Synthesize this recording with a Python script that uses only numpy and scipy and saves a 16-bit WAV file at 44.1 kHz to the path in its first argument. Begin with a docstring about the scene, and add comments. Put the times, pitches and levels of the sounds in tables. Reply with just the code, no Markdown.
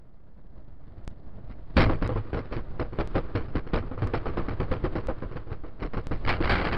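"""Inside a car on a country road: body sway, tyre roar and buzzing trim; once a second the wave jumps.
After one soft knock the tyre bursts, and a cheap windscreen camera overloads from the burst on: wave tops flatten
and gain control pulls down. The torn tread slaps the wheel arch once a turn, as clicks and pushes ringing through
panel modes, while the car leaves the road and bumps over the verge. At the end it ploughs into brush: twigs whip,
branches strike, stems drag."""
import sys
import numpy as np
from scipy import signal
from scipy.fft import rfft, irfft
from scipy.io import wavfile
from scipy.ndimage import uniform_filter1d

SR = 44100
rng = np.random.default_rng(int(sys.argv[2]) if len(sys.argv) > 2 else 0)


def digitize_waveform(pressure):
    """Quantize a signal to 16-bit integers and store it at the path in sys.argv[1].

    Rows of a 2-D input are taken as channels; values are limited to [-1, 1].
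    """
    field = np.atleast_2d(pressure).T
    bounded = np.clip(field, -1, 1)
    quanta = np.round(bounded * 32767).astype(np.int16)
    wavfile.write(sys.argv[1], SR, quanta)


N = 298557

# Levels of the rolling car, leaping at the burst: [t/s, body sway level/dB, tyre roar level/dB, cabin buzz level/dB]
ROLLING_LEVELS = [(0.0, -68.5, -57, -68.5), (0.5, -77, -52.5, -67.5), (1.0, -79.5, -49.5, -61),
                  (1.4, -77, -45.5, -61.5), (1.75, -47.5, -47.5, -56), (1.77, -19, -29.5, -56.5),
                  (1.95, -38, -35, -41), (2.3, -38.5, -40.5, -37.5), (2.55, -46.5, -37.5, -37),
                  (2.78, -43.5, -38, -49.5), (3.08, -35, -34.5, -34), (3.75, -50.5, -40, -42.5),
                  (4.25, -42, -35, -34), (4.85, -42.5, -36, -39), (5.3, -43.5, -44.5, -42.5),
                  (5.75, -49, -45, -50), (6.2, -36.5, -38.5, -43), (6.77, -56, -27.5, -21.5)]
# Spectrum of the swaying body's pressure swings: [f/Hz, level per Hz/dB]
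SWAY_SPECTRUM = [(4, -18.5), (9, -3.5), (15, -1.5), (25, -5.5), (35, -11), (50, -19.5), (70, -39)]
# Spectrum of the tyre roar: [f/Hz, level/dB]
ROAR_SPECTRUM = [(25, -14), (45, -14), (120, -18.5), (270, -24), (480, -31), (630, -25.5), (900, -34),
                 (2100, -42), (2500, -73.5), (5000, -80)]
# Spectrum of the loose trim's buzz: [f/Hz, level per Hz/dB]
BUZZ_SPECTRUM = [(180, -25.5), (300, -2.5), (500, -4), (712, -15.5), (1200, -7), (1860, -15.5), (4260, -29),
                 (5500, -34), (7150, -87), (12100, -120)]
# A soft knock before the burst, then blows of the burst and of the flailing tread; a second, later contact
# follows each; levels before the layer mix:
# [t/s, rattle level/dB, thud level/dB, crack level/dB, knock f/Hz, second contact delay/s, its rattle level/dB]
BLOWS_AND_ENDS = [(1.5, -45.5, -46, -50, 258, .03, -58.5), (1.767, -8.5, -17, -8, 248.3, .013, -11),
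                  (1.804, -15.5, -22, -11.5, 298, 0.0083, -32), (1.822, -17, -23.5, -22, 255, 0.014, -26),
                  (1.858, -19, -16, -29.5, 265, 0.016, -30), (1.894, -10, -18, -24, 270, 0.041, -26),
                  (2.02, -13.5, -20.5, -22, 273, 0.028, -25.5), (2.09, -16.5, -28, -44.5, 502, .027, -24),
                  (2.157, -16.5, -20.5, -41, 443, 0.011, -28), (2.25, -39, -38, -57.5, 291, 0.017, -42),
                  (2.33, -18.5, -22, -31, 415, 0.016, -24.5), (2.37, -20, -47, -29.5, 313, 0.016, -29),
                  (2.444, -43.5, -42, -40, 374, .03, -51.5), (2.521, -23, -42.5, -28, 454, 0.045, -19.5),
                  (2.732, -38.5, -35, -62.5, 325, 0.025, -54.5),
                  (2.796, -13.5, -30, -30, 350, 0.053, -34.5), (2.924, -29.5, -29.5, -48, 361, .03, -44),
                  (2.987, -10, -25, -26, 405, 0.046, -35), (3.153, -7.5, -30.5, -23.5, 538, .017, -24.5),
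                  (3.351, -15, -16.5, -25, 277, 0.035, -31.5), (3.408, -32.5, -40, -44, 227, .015, -42.5),
                  (3.482, -36.5, -31.5, -43, 228, .03, -64),
                  (3.553, -14.5, -20.5, -29, 304.5, 0.024, -33.5),
                  (3.666, -32, -40.5, -40.5, 466, .03, -47), (3.734, -7, -20, -18, 251, .033, -19),
                  (3.825, -30, -34.5, -56, 268, .03, -53), (3.913, -26.5, -35, -56.5, 251, .064, -28.5),
                  (4.02, -17.5, -18.5, -26.5, 352, 0.042, -27.5),
                  (4.136, -13, -20, -25.5, 350, .037, -29.5), (4.257, -19, -24.5, -31.5, 452, 0.029, -29.5),
                  (4.371, -16.5, -26.5, -31, 362, .026, -25), (4.483, -23, -34, -33, 273.5, 0.027, -26.5),
                  (4.599, -18, -21, -27, 381, 0.019, -24), (4.712, -15, -22, -26, 516, .037, -27),
                  (4.839, -14.5, -25.5, -30, 367, 0.034, -37), (4.954, -18, -30.5, -33, 330, .029, -28),
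                  (5.085, -17.5, -42, -45, 529, 0.022, -43.5), (5.18, -40, -40.5, -47.5, 238, 0.016, -46),
                  (5.221, -23.5, -29, -47.5, 509, .03, -45), (5.313, -32, -34, -43.5, 372, 0.045, -27.5),
                  (5.47, -39.5, -36, -51.5, 358, 0.029, -37), (5.516, -29, -28, -43.5, 425, 0.026, -47),
                  (5.636, -33, -43, -54.5, 300, 0.027, -36.5), (5.794, -44.5, -39.5, -46, 223, 0.011, -39),
                  (5.82, -26.5, -29, -34, 360, 0.023, -27.5), (5.934, -27, -40, -39, 372, 0.035, -23),
                  (6.111, -22.5, -26.5, -33.5, 352, 0.029, -31),
                  (6.404, -18, -20.5, -33.5, 343, .03, -46.5)]
# Modes of the floor pan: [f/Hz, level/dB, t60/s]
FLOOR_MODES = [(39, -5.5, 0.15), (68, -9, 0.19), (106.4, 9.5, 0.088), (151, -0.5, 0.069)]
# Modes of the arch and panels: [f/Hz, level/dB, t60/s]
PANEL_MODES = [(258, -22.5, 0.0096), (350, 3, 0.032), (494.7, 6.5, 0.038), (627.4, 0, 0.049),
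               (805, 4, 0.023), (1061, 2, 0.021), (1208, 11, 0.0081)]
# Modes of the loose trim: [f/Hz, level/dB, t60/s]
TRIM_MODES = [(1620, 15, 0.0034), (2180, 7.2, 0.0088), (2840, 0.5, 0.01), (4220, 0.5, 0.0099),
              (5410, 1, 0.017)]
# Stems dragged under the floor, level before the layer mix: [t/s, level/dB]
STEM_LEVELS = [(6.235, -44.5), (6.283, -22.5), (6.395, -36.5), (6.473, -27), (6.55, -27), (6.7, -38.5),
               (6.77, -33.5)]
# Bunches of twigs that whip across the car, level before the layer mix: [start t/s, length/s, level/dB]
TWIG_BUNCHES = [(6.272, 0.011, -24), (6.28, 0.014, -10.5), (6.297, 0.016, -25), (6.328, 0.011, -26),
                (6.35, 0.014, -36), (6.411, 0.051, -31.5), (6.44, 0.021, -25.5), (6.474, 0.012, -29),
                (6.501, 0.057, -12.5), (6.576, 0.05, -24), (6.642, 0.029, -31), (6.657, 0.029, -23),
                (6.711, 0.016, -34.5), (6.723, 0.025, -17.5)]
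# Single branches that strike hard, starting level before the layer mix: [t/s, level/dB]
BRANCH_STRIKES = [(6.2505, -27.5), (6.2623, -20.5), (6.2818, -34), (6.327, -19), (6.454, -16),
                  (6.4953, 2.5), (6.5172, -7.5), (6.583, -13), (6.6505, -7), (6.67, -10), (6.715, -24.5),
                  (6.7291, -16)]
# Modes of the sheet metal and glass under the branches: [f/Hz, level/dB, t60/s]
SKIN_MODES = [(497, -20.5, 0.0042), (811, -13, 0.048), (1230, -2.5, 0.012), (1610, 10, 0.0057),
              (2177, 4, 0.012), (2935, -2.5, 0.014), (4500, 6.5, 0.0021)]
# Microphone that leans to the bass: [f/Hz, level/dB]
CAPSULE_RESPONSE = [(20, 6.5), (4600, -6.5)]
# Narrow audio path of the camera: [f/Hz, level/dB]
PATH_RESPONSE = [(20, 3), (300, -0.5), (4600, -6), (5300, -15), (5900, -30), (6500, -28.5), (8800, -26.5),
                 (10000, -36), (15000, -50.5)]
# Jumps of the wave in turn, before their treble is softened: [signed height]
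JUMP_HEIGHTS = [.07, -.06, -.045, -.04, -.05, .07]

BURST_S = 1.765
BLOW_T60_S = 0.072  # basic die-away of a blow, stretched for each layer
END_THUD_DB, END_CRACK_DB = -1.5, -12  # loose end's thud and crack against its rattle
END_LOW_HZ, END_HIGH_HZ = 234, 536  # the loose end lands anywhere on the arch
SCRAPE_DB, SCRAPE_SWELL_S = -9.5, 0.043  # the tread drags along the arch around each blow
WHIP_IN_S, WHIP_OUT_T60_S = 0.0014, 0.058
FIRST_JUMP_S, JUMP_EVERY_S = 1.0779, .99844
EDGE_HZ = 15700  # top of the recorded band


def gain_of(db):
    """Turns decibels into an amplitude factor."""
    return 10 ** (np.asarray(db) / 20)


def evened(x):
    """Brings a signal to an rms of 1."""
    return x / np.sqrt(np.mean(x ** 2) + 1e-20)


def read(points, hz):
    """Reads a response in dB, drawn straight between its points on a log frequency axis."""
    f, db = np.transpose(points)
    return np.interp(np.log(hz + 1), np.log(f + 1), db)


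def along(rows, column):
    """Gain that follows one dB column of a curve, silent before it starts."""
    rows = np.asarray(rows)
    return gain_of(np.interp(np.arange(N) / SR, rows[:, 0], rows[:, column], left=-200))


def coloured(x, points):
    """Shapes a signal's spectrum by a drawn response, leaving its phase alone."""
    response = gain_of(read(points, np.fft.rfftfreq(N, 1 / SR)))
    return irfft(rfft(x) * response, N)


def clicks(per_s, spread_db):
    """Random clicks of either sign, their sizes spread in dB, at an rms of 1."""
    size_db = spread_db * np.minimum(rng.exponential(1, N), 4)
    size = gain_of(size_db) * rng.choice([-1, 1], N)
    return evened(size * (rng.random(N) < per_s / SR))


def ring(drive, modes):
    """Passes a drive through dying sine modes of total energy 1."""
    t = np.arange(SR // 4) / SR
    tap = sum(gain_of(db - 60 * t / t60) * np.sin(2 * np.pi * hz * t) for hz, db, t60 in modes)
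    return signal.oaconvolve(drive, tap / np.linalg.norm(tap))[:N]


def scattered(drive, modes, spread):
    """Contacts wander over five spots, where the same modes lie a little higher or lower."""
    spot = rng.integers(0, 5, N // 200 + 1).repeat(200)[:N]  # a new draw every 200 samples
    total = np.zeros(N)
    for k, shift in enumerate(np.linspace(1 - spread, 1 + spread, 5)):
        shifted_modes = [(hz * shift, db, t60) for hz, db, t60 in modes]
        total += ring(drive * (spot == k), shifted_modes)
    return total


def rolling():
    """Slow pressure swings of the swaying body, tyre roar, and loose trim that buzzes as dense clicks."""
    sway_noise, roar_noise, lump_noise = rng.standard_normal((3, N))
    sway = evened(coloured(sway_noise, SWAY_SPECTRUM))
    # roar and buzz swell and fade together, by 3.2 dB rms
    lumps = gain_of(3.2 * evened(coloured(lump_noise, [(3, 0), (20, -3), (60, -30)])))
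    roar = evened(lumps * coloured(roar_noise, ROAR_SPECTRUM))
    buzz = evened(lumps * coloured(clicks(2500, spread_db=0.0), BUZZ_SPECTRUM))
    sway = along(ROLLING_LEVELS, column=1) * sway
    roar = along(ROLLING_LEVELS, column=2) * roar
    buzz = along(ROLLING_LEVELS, column=3) * buzz
    return sway + roar + buzz


def contacts():
    """Every blow and second contact as [t/s, rattle level/dB, thud level/dB, crack level/dB, knock f/Hz]."""
    blows = np.array(BLOWS_AND_ENDS)
    end_s = blows[:, 0] + blows[:, 5]
    end_db = blows[:, 6]
    end_hz = END_LOW_HZ + (END_HIGH_HZ - END_LOW_HZ) * rng.random(len(blows))
    ends = np.transpose([end_s, end_db, end_db + END_THUD_DB, end_db + END_CRACK_DB, end_hz])
    return np.vstack([blows[:, :5], ends])


def blow_envelope(hits, column, stretch, rise_s):
    """Power sum of the blows: each rises, holds briefly, then drops away."""
    power, t = np.zeros(N + SR), np.arange(SR // 4) / SR
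    fall = gain_of(-60 * (t / (stretch * BLOW_T60_S)) ** 1.663)  # the exponent makes the hold
    shape = (1 - np.exp(-t / rise_s)) * fall
    for row in hits:
        power[round(row[0] * SR):][:len(t)] += (shape * gain_of(row[column])) ** 2
    return np.sqrt(power[:N])


def tread():
    """Each blow thumps the floor pan, knocks the arch, shakes panels and cracks trim; after the burst it scrapes."""
    hits = contacts()
    push, knock, t = np.zeros(N), np.zeros(N + SR), np.arange(SR // 5) / SR
    for s, rattle_db, thud_db, _, hz in hits:
        push[round(s * SR)] -= gain_of(thud_db)
        swing = np.sin(2 * np.pi * hz * t) * (1 - np.exp(-t / 0.00057))
        knock[round(s * SR):][:len(t)] -= gain_of(rattle_db - 60 * t / (1.33 * BLOW_T60_S)) * swing

    thud_env = blow_envelope(hits, column=2, stretch=1.52, rise_s=0.0099)
    rumble = ring(clicks(600, spread_db=6.5) * thud_env, FLOOR_MODES)
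    thump = 22 * ring(push, FLOOR_MODES) + rumble

    rattle_env = blow_envelope(hits, column=1, stretch=1.0, rise_s=0.00048)
    rattle = scattered(clicks(900, spread_db=1.5) * rattle_env, PANEL_MODES, spread=0.059)

    crack_env = blow_envelope(hits, column=3, stretch=1.26, rise_s=0.00033)
    crack = scattered(clicks(1500, spread_db=5.5) * crack_env, TRIM_MODES, spread=0.087)

    drag_env = blow_envelope(hits, column=1, stretch=1.34, rise_s=0.0081)
    drag = uniform_filter1d(drag_env, round(SCRAPE_SWELL_S * SR))
    drag = drag * (np.arange(N) / SR > BURST_S)  # nothing is torn before the burst
    scrape_modes = PANEL_MODES[2:] + TRIM_MODES[:3]
    scrape = scattered(clicks(1200, spread_db=3.5) * drag, scrape_modes, spread=0.068)
    return gain_of(SCRAPE_DB) * scrape + 0.92 * thump + 1.05 * knock[:N] + 1.125 * rattle + 2.23 * crack


def whipping():
    """Gain of the twigs: each bunch sets in fast, holds while it passes, and lets go."""
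    t, total = np.arange(N) / SR, np.zeros(N)
    for s, length, db in TWIG_BUNCHES:
        fall_db = 60 * np.maximum(t - s - length, 0) / WHIP_OUT_T60_S
        total += gain_of(db - fall_db) * np.clip((t - s) / WHIP_IN_S, 0, 1)
    return total


def brush():
    """Dense whipping of twigs, hard branch strikes on metal and glass, and stems dragged under the floor."""
    drive = whipping() * clicks(3000, spread_db=6.5)
    t = np.arange(400) / SR
    for s, db in BRANCH_STRIKES:
        strike = gain_of(db - 60 * t / 0.015) * rng.standard_normal(len(t))
        drive[round(s * SR):][:len(t)] += strike
    stem_drive = along(STEM_LEVELS, column=1) * clicks(730, spread_db=6.5)
    stems = ring(stem_drive, FLOOR_MODES[1:] + PANEL_MODES)
    return 3.6 * scattered(drive, SKIN_MODES, spread=0.078) + 1.2 * stems


def scene():
    """Sums the car, the tread and the brush, alike in both channels."""
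    mono = rolling() + tread() + brush()
    return np.array([mono, mono])


def overload(x):
    """Lopsided flattening of the wave tops: the upper side bends at a lower height than the lower."""
    limit = np.where(x > 0, .15, .33)
    return x / (1 + abs(x / limit) ** 3) ** (1 / 3)


def gain_control(x):
    """Turns down whatever exceeds -21.5 dB, following held peaks of power that recover slowly."""
    power_db = 10 * np.log10(abs(uniform_filter1d(x ** 2, 1500)) + 1e-12)
    fall = np.arange(N) * .9 / SR  # recovery of 0.9 dB a second
    held_db = np.maximum.accumulate(power_db + fall) - fall
    over_db = np.maximum(held_db + 21.5, 0)
    keep = np.exp(-1 / (.13 * SR))  # the gain takes a moment to come down
    return x / gain_of(signal.lfilter([1 - keep], [1, -keep], over_db))


def wave_jumps():
    """Once a second the wave drifts one way, snaps across and settles back."""
    t, snaps = np.arange(-1200, 1200) / SR, np.zeros(N)
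    times = FIRST_JUMP_S + JUMP_EVERY_S * np.arange(len(JUMP_HEIGHTS))
    for s, height in zip(times, JUMP_HEIGHTS):
        snap = height / 2 * np.sign(t + 1e-9) * np.exp(-abs(t) / 0.013)
        snaps[round(s * SR) - 1200:][:len(t)] += snap
    return coloured(snaps, [(5000, -0.5), (9000, -3), (11000, -15.0), (15000, -20)])


def channel_difference(y):
    """The two channels never quite match: a faint, fluttering share of the sound sits at the sides."""
    flutter = .5 + evened(coloured(rng.standard_normal(N), [(60, 0), (200, -60)]))
    return coloured(y * flutter, [(60, -39), (250, -35), (700, -27), (2000, -26), (5000, -21),
                                  (8000, -18), (11000, -40)])


def record(dry):
    """Lopsided overload, gain control, narrow audio path, jumps, converter bias, hiss and band limit."""
    x = gain_of(0.5) * coloured(dry.mean(0), CAPSULE_RESPONSE)
    y = coloured(gain_control(overload(x)), PATH_RESPONSE)
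    y = y + wave_jumps()
    side = channel_difference(y)
    bias = 0.012 * np.clip(np.arange(N) / SR / 2.2, 0, 1)  # converter's offset, fading in over 2.2 s
    # hiss mostly shared, with a little of each channel's own
    hiss = gain_of(-94) * (rng.standard_normal(N) + .25 * rng.standard_normal((2, N)))
    out = y - y.mean() + bias + np.array([-side, side]) + hiss
    band_limit = signal.firwin(511, EDGE_HZ, window=("kaiser", 9), fs=SR)
    return signal.oaconvolve(out, band_limit[None], "same")


dry = scene()
out = record(dry)
digitize_waveform(out)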